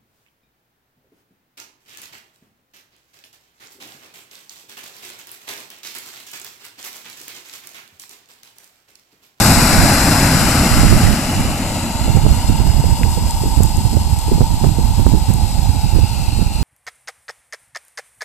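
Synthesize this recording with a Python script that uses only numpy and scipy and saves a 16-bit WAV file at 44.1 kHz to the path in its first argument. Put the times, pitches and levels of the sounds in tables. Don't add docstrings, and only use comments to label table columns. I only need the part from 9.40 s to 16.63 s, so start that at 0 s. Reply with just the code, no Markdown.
import sys
import numpy as np
from scipy import signal
from scipy.fft import rfft, irfft
from scipy.io import wavfile
from scipy.ndimage import uniform_filter1d

SR = 44100
rng = np.random.default_rng(int(sys.argv[2]) if len(sys.argv) > 2 else 0)


def dump(signal):
    limited = np.clip(np.atleast_2d(signal).T, -1, 1)
    pcm = np.round(limited * 32767).astype(np.int16)
    wavfile.write(sys.argv[1], SR, pcm)


N = 318843
TIME = np.arange(N) / SR
HZ = np.maximum(np.arange(N // 2 + 1) * SR / N, 1)
FULL_THRUST_DB = -15

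# time_s, thrust_db, hiss_tilt_db_per_octave
BURN = [(0, -13, -0.5), (.35, -13, -2.5), (1.2, -14.5, -2.3), (1.6, -16.5, -1), (2.05, -20.5, -2.5),
        (2.6, -23.5, -2), (3.2, -28.5, -1.9), (3.8, -30.5, 0.3), (5.3, -46, -0.9), (7.23, -37.5, -1)]


def from_db(db):
    return 10 ** (np.asarray(db) / 20)


def unit_rms(x):
    return x / np.sqrt(np.mean(x ** 2) + 1e-20)


def in_time(rows, at_s=TIME):
    time_s, *columns = np.transpose(rows)
    return [np.interp(at_s, time_s, column) for column in columns]


def over_hz(points):
    hz, value = np.transpose(points)
    return np.interp(np.log(HZ), np.log(hz), value)


def coloured(spectrum):
    return unit_rms(irfft(rfft(rng.standard_normal(N)) * from_db(over_hz(spectrum)), N))


def drift(rate_hz):
    return unit_rms(irfft(rfft(rng.standard_normal(N)) / (1 + (HZ / rate_hz) ** 2), N))


def moving_filter(x, gain, size=1024):
    hz, s, frames = signal.stft(x, SR, nperseg=size)
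    return signal.istft(frames * gain(hz[:, None], s), SR, nperseg=size)[1][..., :N]


def roar(thrust_db, flutter_db=1.55):
    # freq_hz, density_db
    spectrum = [(20, -3.5), (60, 1.5), (110, 2), (230, 1), (310, -4.5), (435, -19.5), (600, -11),
                (800, -10), (1100, -22.5), (1400, -28), (2200, -21.5), (3200, -47.5), (6000, -37.5)]
    return from_db(thrust_db + flutter_db * drift(15)) * coloured(spectrum)


def rush(thrust_db, level_db=-24.0, steepness=1.9, stereo_spread=0.32):
    # freq_hz, density_db
    spectrum = [(400, -46), (850, 10), (1100, 7.5), (1450, 5), (2000, 7), (2800, -4), (3400, -15),
                (5300, 6), (6400, -14.5), (7500, -10.5), (9500, -8.5), (11600, -7.5), (13000, -10),
                (15000, -34)]
    eddies = coloured(spectrum) + stereo_spread * coloured(spectrum) * np.array([[1], [-1]])
    return from_db(level_db + steepness * (thrust_db - FULL_THRUST_DB)) * unit_rms(eddies)


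def sizzle(grains_per_s=900, spread_db=3.5, grain_share=0.37):
    sizes = from_db(spread_db * np.minimum(rng.exponential(1, N), 4)) * rng.choice([-1, 1], N)
    gas = rng.standard_normal(N)
    ticks = sizes * (rng.random(N) < grains_per_s / SR)
    return gas + grain_share * unit_rms(ticks)


def hiss_gain(thrust_db, steepness=1.75, flare_decay_s=0.23, fade_db_per_s=0.66):
    jet = from_db(-26.5 + steepness * (thrust_db - FULL_THRUST_DB))
    flare = from_db(-21.5) * np.exp(-TIME / flare_decay_s)
    face = from_db(-31 - fade_db_per_s * TIME)
    return np.sqrt(jet ** 2 + flare ** 2 + face ** 2)


def hiss(thrust_db, sputter_db=0.5, surge_db=0.62, pivot_hz=5000, port_lag_s=0.000326):
    # freq_hz, density_db
    spectrum = [(300, -2.5), (650, 8), (1100, -3), (1700, -6.5), (2300, 1.5), (3500, 0.5), (5200, 9),
                (6400, -2), (8000, -2.5), (10000, 3), (12000, -3.5), (13200, -0.5), (14500, -13)]
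    # freq_hz, correlation
    likeness = [(600, .95), (1400, .85), (3000, .8), (7000, .78), (14000, .55)]

    def tilt(hz, s):
        _, db_per_octave = in_time(BURN, s)
        return from_db(db_per_octave * np.log2(np.maximum(hz, 1000) / pivot_hz))

    left, unrelated = rfft(sizzle()), rfft(sizzle())
    correlation = over_hz(likeness)
    treble_lag = np.exp(-2j * np.pi * HZ * port_lag_s * (HZ > 3200))
    right = correlation * left * treble_lag + np.sqrt(1 - correlation ** 2) * unrelated
    pair = unit_rms(irfft(np.array([left, right]) * from_db(over_hz(spectrum)), N))
    flicker = from_db(sputter_db * drift(59) + surge_db * drift(12))
    return moving_filter(pair, tilt) * hiss_gain(thrust_db) * flicker


def tube(stereo_spread=0.24, waver=0.0097, core_db=6.5, core_width_hz=38, skirt_ratio=0.93):
    # time_s, pitch_hz, level_db, upper_lift_db
    air_column = [(0, 815, -25.5, -8), (1.5, 840, -41, 19), (2.3, 895, -33.5, 8), (3.3, 916, -31, 4.5),
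                  (4.5, 900, -31, 0), (5.7, 890, -31.5, -1.5), (6.3, 857, -31.5, -0.5), (6.7, 884, -34, 10),
                  (7.23, 888, -36, 10)]
    # pitch_ratio, width_hz, level_db
    odd_modes = [(1, 180, 3), (3.13, 393, -12.5)]
    heat = 1 + waver * drift(5)

    def resonance(hz, s):
        pitch_hz, _, lift_db = in_time(air_column, s)
        pitch_hz = pitch_hz * np.interp(s, TIME, heat)
        core = from_db(core_db) / (1 + ((hz - pitch_hz) / core_width_hz) ** 2)
        skirt, upper = [from_db(db) / (1 + ((hz - ratio * pitch_hz * lean) / width_hz) ** 2) ** 2
                        for (ratio, width_hz, db), lean in zip(odd_modes, (skirt_ratio, 1))]
        return core + skirt + from_db(lift_db) * upper

    flow = rng.standard_normal(N) + stereo_spread * rng.standard_normal((2, N))
    _, level_db, _ = in_time(air_column)
    return from_db(level_db) * unit_rms(moving_filter(flow, resonance, size=4096))


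def sparks(sputter_gain=0.29):
    # start_s, peak_db, centre_hz, decay_s, width_octaves
    bursts = [(3.6333, -15.5, 2080, 0.0012, 0.61), (3.909, -15, 7000, 0.0018, 1.2),
              (4.2342, -6, 11500, 0.0012, 1.7), (4.2588, -16, 9000, .0007, 1.4),
              (4.37, -17, 8000, .001, 1.3), (4.788, -19, 8700, 0.0033, 1.2),
              (5.938, -12.5, 12500, 0.0013, 1.5)]
    out, age_s = np.zeros((2, N)), TIME[:SR // 20]
    snap = 2 * (age_s == 0)
    for start_s, peak_db, centre_hz, decay_s, width_octaves in bursts:
        edge_ratio = 2 ** (width_octaves / 2)
        edges_hz = [centre_hz / edge_ratio, min(centre_hz * edge_ratio, 18000)]
        band = signal.butter(2, edges_hz, "band", fs=SR, output="sos")
        sputter = sputter_gain * rng.standard_normal((2, len(age_s))) * np.exp(-age_s / decay_s)
        pop = signal.sosfilt(band, snap + sputter)
        pop /= np.abs(pop).max(axis=1, keepdims=True)
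        start = round(start_s * SR)
        out[:, start:start + len(age_s)] += from_db(peak_db) * pop
    return out


def echo(x, path, port_shares, treble_slope, pivot_hz=5000):
    def comb(hz, s):
        lag_ms, strength = in_time(path, s)
        tilt = (np.maximum(hz, pivot_hz / 2) / pivot_hz) ** treble_slope
        strength = np.minimum(strength * np.array(port_shares)[:, None, None] * tilt, 1)
        bounce = np.exp(-2j * np.pi * hz * lag_ms / 1000)
        return (1 + strength * bounce) / np.sqrt(1 + strength ** 2)

    return moving_filter(x, comb)


def close_echoes(x):
    # time_s, lag_ms, relative_strength
    concrete = [(0.0, 1.32, 0.13), (0.8, 1.17, 0.22), (1.4, 1.47, 0.04), (2.0, 1.74, 0.2),
                (2.8, 1.36, 0.33), (3.6, 1.4, 0.027), (4.2, 1.06, 0.12), (5.8, 0.74, 0), (6.4, 1.3, 0.2),
                (7.23, 1.7, 0.24)]
    fingers = [(0.0, 0.25, 0.13), (1.8, 0.3, 0.12), (2.6, 0.27, 0.4), (3.5, 0.25, 0.355), (5.7, 0.25, 0.24),
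               (7.23, 0.23, 0.202)]
    hand = [(0.0, 0.71, 0.28), (1.5, 0.66, 0.45), (2.6, 0.71, 0.4), (3.3, 0.65, 0.7), (4.4, 0.636, 0.55),
            (6.2, 0.64, 0.3), (7.23, 0.72, 0.4)]
    x = echo(x, concrete, port_shares=(1.15, 1.2), treble_slope=-0.15, pivot_hz=4000)
    x = echo(x, fingers, port_shares=(1, 0.58), treble_slope=0.16)
    return echo(x, hand, port_shares=(0, 1), treble_slope=-0.44)


def sliding_bands(x):
    # time_s, centre_hz, left_db, right_db
    null = [(0.0, 3120, -10.478, -3.5), (1.8, 2920, -10, 7), (2.7, 2964.51, -14, 0.527),
            (3.7, 3100, -9.333, -5), (4.4, 2958.71, -33, 1), (7.23, 2977.87, -19, -1.5)]
    lower_notch = [(0.0, 3200, -2.227, -9), (2.7, 3700, -3, 2), (3.3, 4133.13, -10, -2),
                   (4.6, 4086.81, -1.462, -6.351), (5.8, 3895.94, 2.651, -7), (6.5, 3930, 5.5, -4.367),
                   (7.23, 3130.4, -4.0, -2.891)]
    whistly_edge = [(0.0, 5466.7, 2, -4), (1.7, 5189.71, 0.5, 0), (2.7, 5000, 0.651, -2), (3.3, 5030, 3, 3),
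                    (4.4, 4872.12, -1, 5), (5.8, 4830, -3, 1), (6.6, 4838.59, 3.5, 4), (6.9, 4200, 7.5, 6),
                    (7.23, 4126.89, 4, 3)]
    upper_notch = [(0.0, 6434.14, 5, 2.035), (1.5, 6360.69, -4, -12), (2.8, 5600, 1, -3),
                   (4.0, 5558.81, 2, 2), (5.0, 5400, -4, 3), (5.8, 5711.07, -7.851, 0),
                   (6.5, 5560, -6.583, 5), (7.23, 5240, -6, -6)]
    treble_hollow = [(0.0, 9900, -5, 3), (2.0, 9800, -10, 3), (2.7, 9886.18, -9.405, -5.056),
                     (3.5, 9823.69, -18, -6), (4.5, 9890.1, -18.697, -1.914), (5.6, 9900, -28, -14.377),
                     (6.3, 9760, -12, -6.472), (7.23, 9600, -9.481, 3.125)]
    # track, width_hz
    bands = [(null, 100), (lower_notch, 150), (whistly_edge, 220),
             (upper_notch, 150), (treble_hollow, 440)]

    def gain(hz, s):
        total_db = 0
        for track, width_hz in bands:
            centre_hz, *port_db = in_time(track, s)
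            bell = np.exp(-((hz - centre_hz) / width_hz) ** 2)
            total_db = total_db + np.array(port_db)[:, None] * bell
        return from_db(total_db)

    return moving_filter(x, gain)


def port_colour(x):
    # centre_hz, width_hz, gain_db
    left_port = [(1380.37, 292, 8.5), (2030, 110, 3), (3070, 165, -15), (4360, 1990, 5.5),
                 (5600, 880, -2.5), (7700, 1400, 15.512), (11414.9, 1569.52, 9.5), (12882.3, 558.198, -1)]
    right_port = [(2700, 530, 4.5), (2031.43, 132.282, 2.3), (4600, 180, -9.5), (5960, 170, 2.3),
                  (6980, 500, 8), (9400, 284.493, -11), (11900, 390, 1), (1770.76, 88.569, -6.2),
                  (12800, 413.736, -13)]
    colour_db = [sum(db * np.exp(-((HZ - hz) / width_hz) ** 2) for hz, width_hz, db in port)
                 for port in (left_port, right_port)]
    return irfft(rfft(x) * from_db(colour_db), N)


def wind_strength(attack_s=0.02, release_s=0.033, calm_db=-29, breeze_start_s=2.51, breeze_rise_s=0.092):
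    # start_s, length_s, left_db, right_db
    gusts = [(0.16, 0.045, -31, -13.5), (0.323, 0.14, -23, -9), (0.935, 0.13, -19, -20),
             (1.302, 0.26, -20, -6), (1.618, 0.099, -30, -6), (1.946, 0.16, -22, -15.5),
             (2.647, 0.054, -30, -8), (2.733, 0.049, -30, -4.5), (2.822, 0.12, -16, -6),
             (3.064, 0.06, -16, -8), (3.175, 0.35, -26, -8), (3.606, 0.099, -21.5, -10),
             (3.802, 0.047, -17, -9), (3.95, 0.17, -19, -18), (4.15, 0.1, -23, -7),
             (4.339, 0.047, -11.5, -13), (4.44, 0.036, -25, -7), (4.522, 0.13, -21, -11.5),
             (4.695, 0.042, -23, -9.5), (4.867, 0.092, -16, -10.5), (4.958, 0.075, -16, -10),
             (5.092, 0.05, -16, -11.5), (5.22, 0.094, -23, -7.5), (5.381, 0.13, -21, -10),
             (5.558, 0.058, -29, -5), (5.646, 0.037, -28, -4.5), (5.709, 0.088, -32, -4),
             (5.854, 0.09, -29, -8), (5.987, 0.067, -27, -9), (6.159, 0.2, -36, -9),
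             (6.422, 0.055, -24, -12), (6.512, 0.12, -37, -5.5), (6.836, .05, -32, -15),
             (6.933, 0.09, -38, -9.5), (7.055, 0.042, -36, -13), (7.202, 0.097, -29, -5.5)]
    breeze = from_db([[-24.5], [-15]]) * np.clip((TIME - breeze_start_s) / breeze_rise_s, 0, 1)
    power = from_db(calm_db) ** 2 + breeze ** 2
    for start_s, length_s, left_db, right_db in gusts:
        rise = (TIME - start_s) / attack_s
        fall = 1 - (TIME - start_s - length_s) / release_s
        envelope = np.clip(np.minimum(rise, fall), 0, 1)
        power += (from_db([[left_db], [right_db]]) * envelope) ** 2
    return np.sqrt(power)


def wind(strength, puff_db=6.5, shed_db=-17):
    # freq_hz, density_db
    lump_spectrum = [(10, -19), (28, 0), (70, 0), (110, -5.5), (170, -12), (280, -21.5), (500, -40),
                     (1000, -47), (3000, -56.5)]
    eddy_spectrum = [(40, -40), (130, 24), (300, -5), (550, -8), (1000, -45), (1600, -36), (3000, -55)]
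    lumps = coloured(lump_spectrum) * from_db(puff_db * drift(12.5))
    local_rms = np.sqrt(uniform_filter1d(lumps ** 2, size=3000))
    pressure = lumps / local_rms * strength
    swing_power = uniform_filter1d(pressure ** 2, size=300)
    return pressure + from_db(shed_db) * swing_power * coloured(eddy_spectrum)


def buffets(slap_gain=0.85, low_hz=105, typical_top_hz=620, typical_decay_s=0.0084):
    # start_s, level_db, decay_s
    eddies = [(1.519, 0, 0.025), (2.68, -9.5, 0.0092), (2.765, -9, 0.0096), (2.851, -5, 0.01),
              (2.869, -13, 0.007), (2.901, -18, 0.007), (3.096, -9, 0.01), (3.44, -11, 0.0044),
              (3.491, -16, 0.0093), (3.612, -11, 0.0064), (3.648, -12, 0.014), (3.774, -12, 0.011),
              (4.035, -13.5, 0.0067), (4.055, -9, 0.015), (4.199, -11, 0.0087), (4.38, -13, 0.02),
              (4.526, -12, 0.011), (4.566, -3.5, 0.0048), (4.881, -15, 0.012), (4.913, -5, 0.012),
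              (4.976, -8, 0.01), (5.0071, -5, 0.0087), (5.017, -5, 0.005), (5.246, -5.5, 0.0035),
              (5.385, -9.5, 0.012), (5.593, -12, 0.0088), (5.668, -11, 0.023), (5.717, -14, 0.0083),
              (5.734, -2.5, 0.019), (6.558, -10, 0.027), (6.585, -7.5, 0.0078), (6.99, -15, 0.016),
              (7.016, -16, 0.01)]
    out, age_s = np.zeros(N), TIME[:SR // 6]
    for start_s, level_db, decay_s in eddies:
        top_hz = typical_top_hz * (typical_decay_s / decay_s) ** 0.55
        band = signal.butter(2, [low_hz, top_hz], "band", fs=SR, output="sos")
        envelope = np.exp(-age_s / decay_s)
        flutter = unit_rms(signal.sosfilt(band, rng.standard_normal(len(age_s) + 1000))[1000:])
        drop = signal.sosfilt(band, -envelope)
        burst = flutter * envelope + slap_gain * drop / np.abs(drop).max()
        lowpass = signal.butter(3, top_hz * 0.8, fs=SR, output="sos")
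        start = round(start_s * SR)
        out[start:start + len(age_s)] += from_db(level_db) * signal.sosfilt(lowpass, burst)
    return out


def eddy_cracks(pressure, width_s=0.0037):
    # centre_s, level_db, drop_ms
    cracks = [(1.4341, -1, .38), (1.4429, -1, .38), (1.5271, 5, .33), (2.772, -1, 0.3), (2.8653, 2, .3),
              (4.2062, 2, 0.42), (4.5707, -0.5, 0.37), (5.0081, 1.5, 0.31), (5.0161, -1.5, 0.24),
              (5.238, -2.5, .34), (5.2433, -2.5, 0.16), (5.6663, 1, 0.23), (5.7374, 2.5, 0.66)]
    out = pressure.copy()
    for centre_s, level_db, drop_ms in cracks:
        centre = round(centre_s * SR)
        span = slice(centre - SR // 50, centre + SR // 50)
        offset_s = TIME[span] - centre_s
        blend = np.exp(-(offset_s / width_s) ** 2)
        flip = -np.tanh(offset_s * 1000 / drop_ms)
        out[span] += blend * (from_db(level_db) * flip - out[span])
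    return out


def scene():
    thrust_db, _ = in_time(BURN)
    jet = close_echoes(hiss(thrust_db) + rush(thrust_db))
    fire = sliding_bands(roar(thrust_db) + tube() + jet) + sparks()
    left_strength, right_strength = wind_strength()
    left_wind = wind(left_strength)
    right_wind = eddy_cracks(wind(right_strength) + buffets())
    return port_colour(fire) + np.array([left_wind, right_wind])


def record(dry):
    cutoff_hz = 14550
    lowpass = signal.ellip(11, 0.1, 90, cutoff_hz, fs=SR, output="sos")
    return signal.sosfilt(lowpass, np.clip(dry, -1, 1))


dry = scene()
out = record(dry)
dump(out)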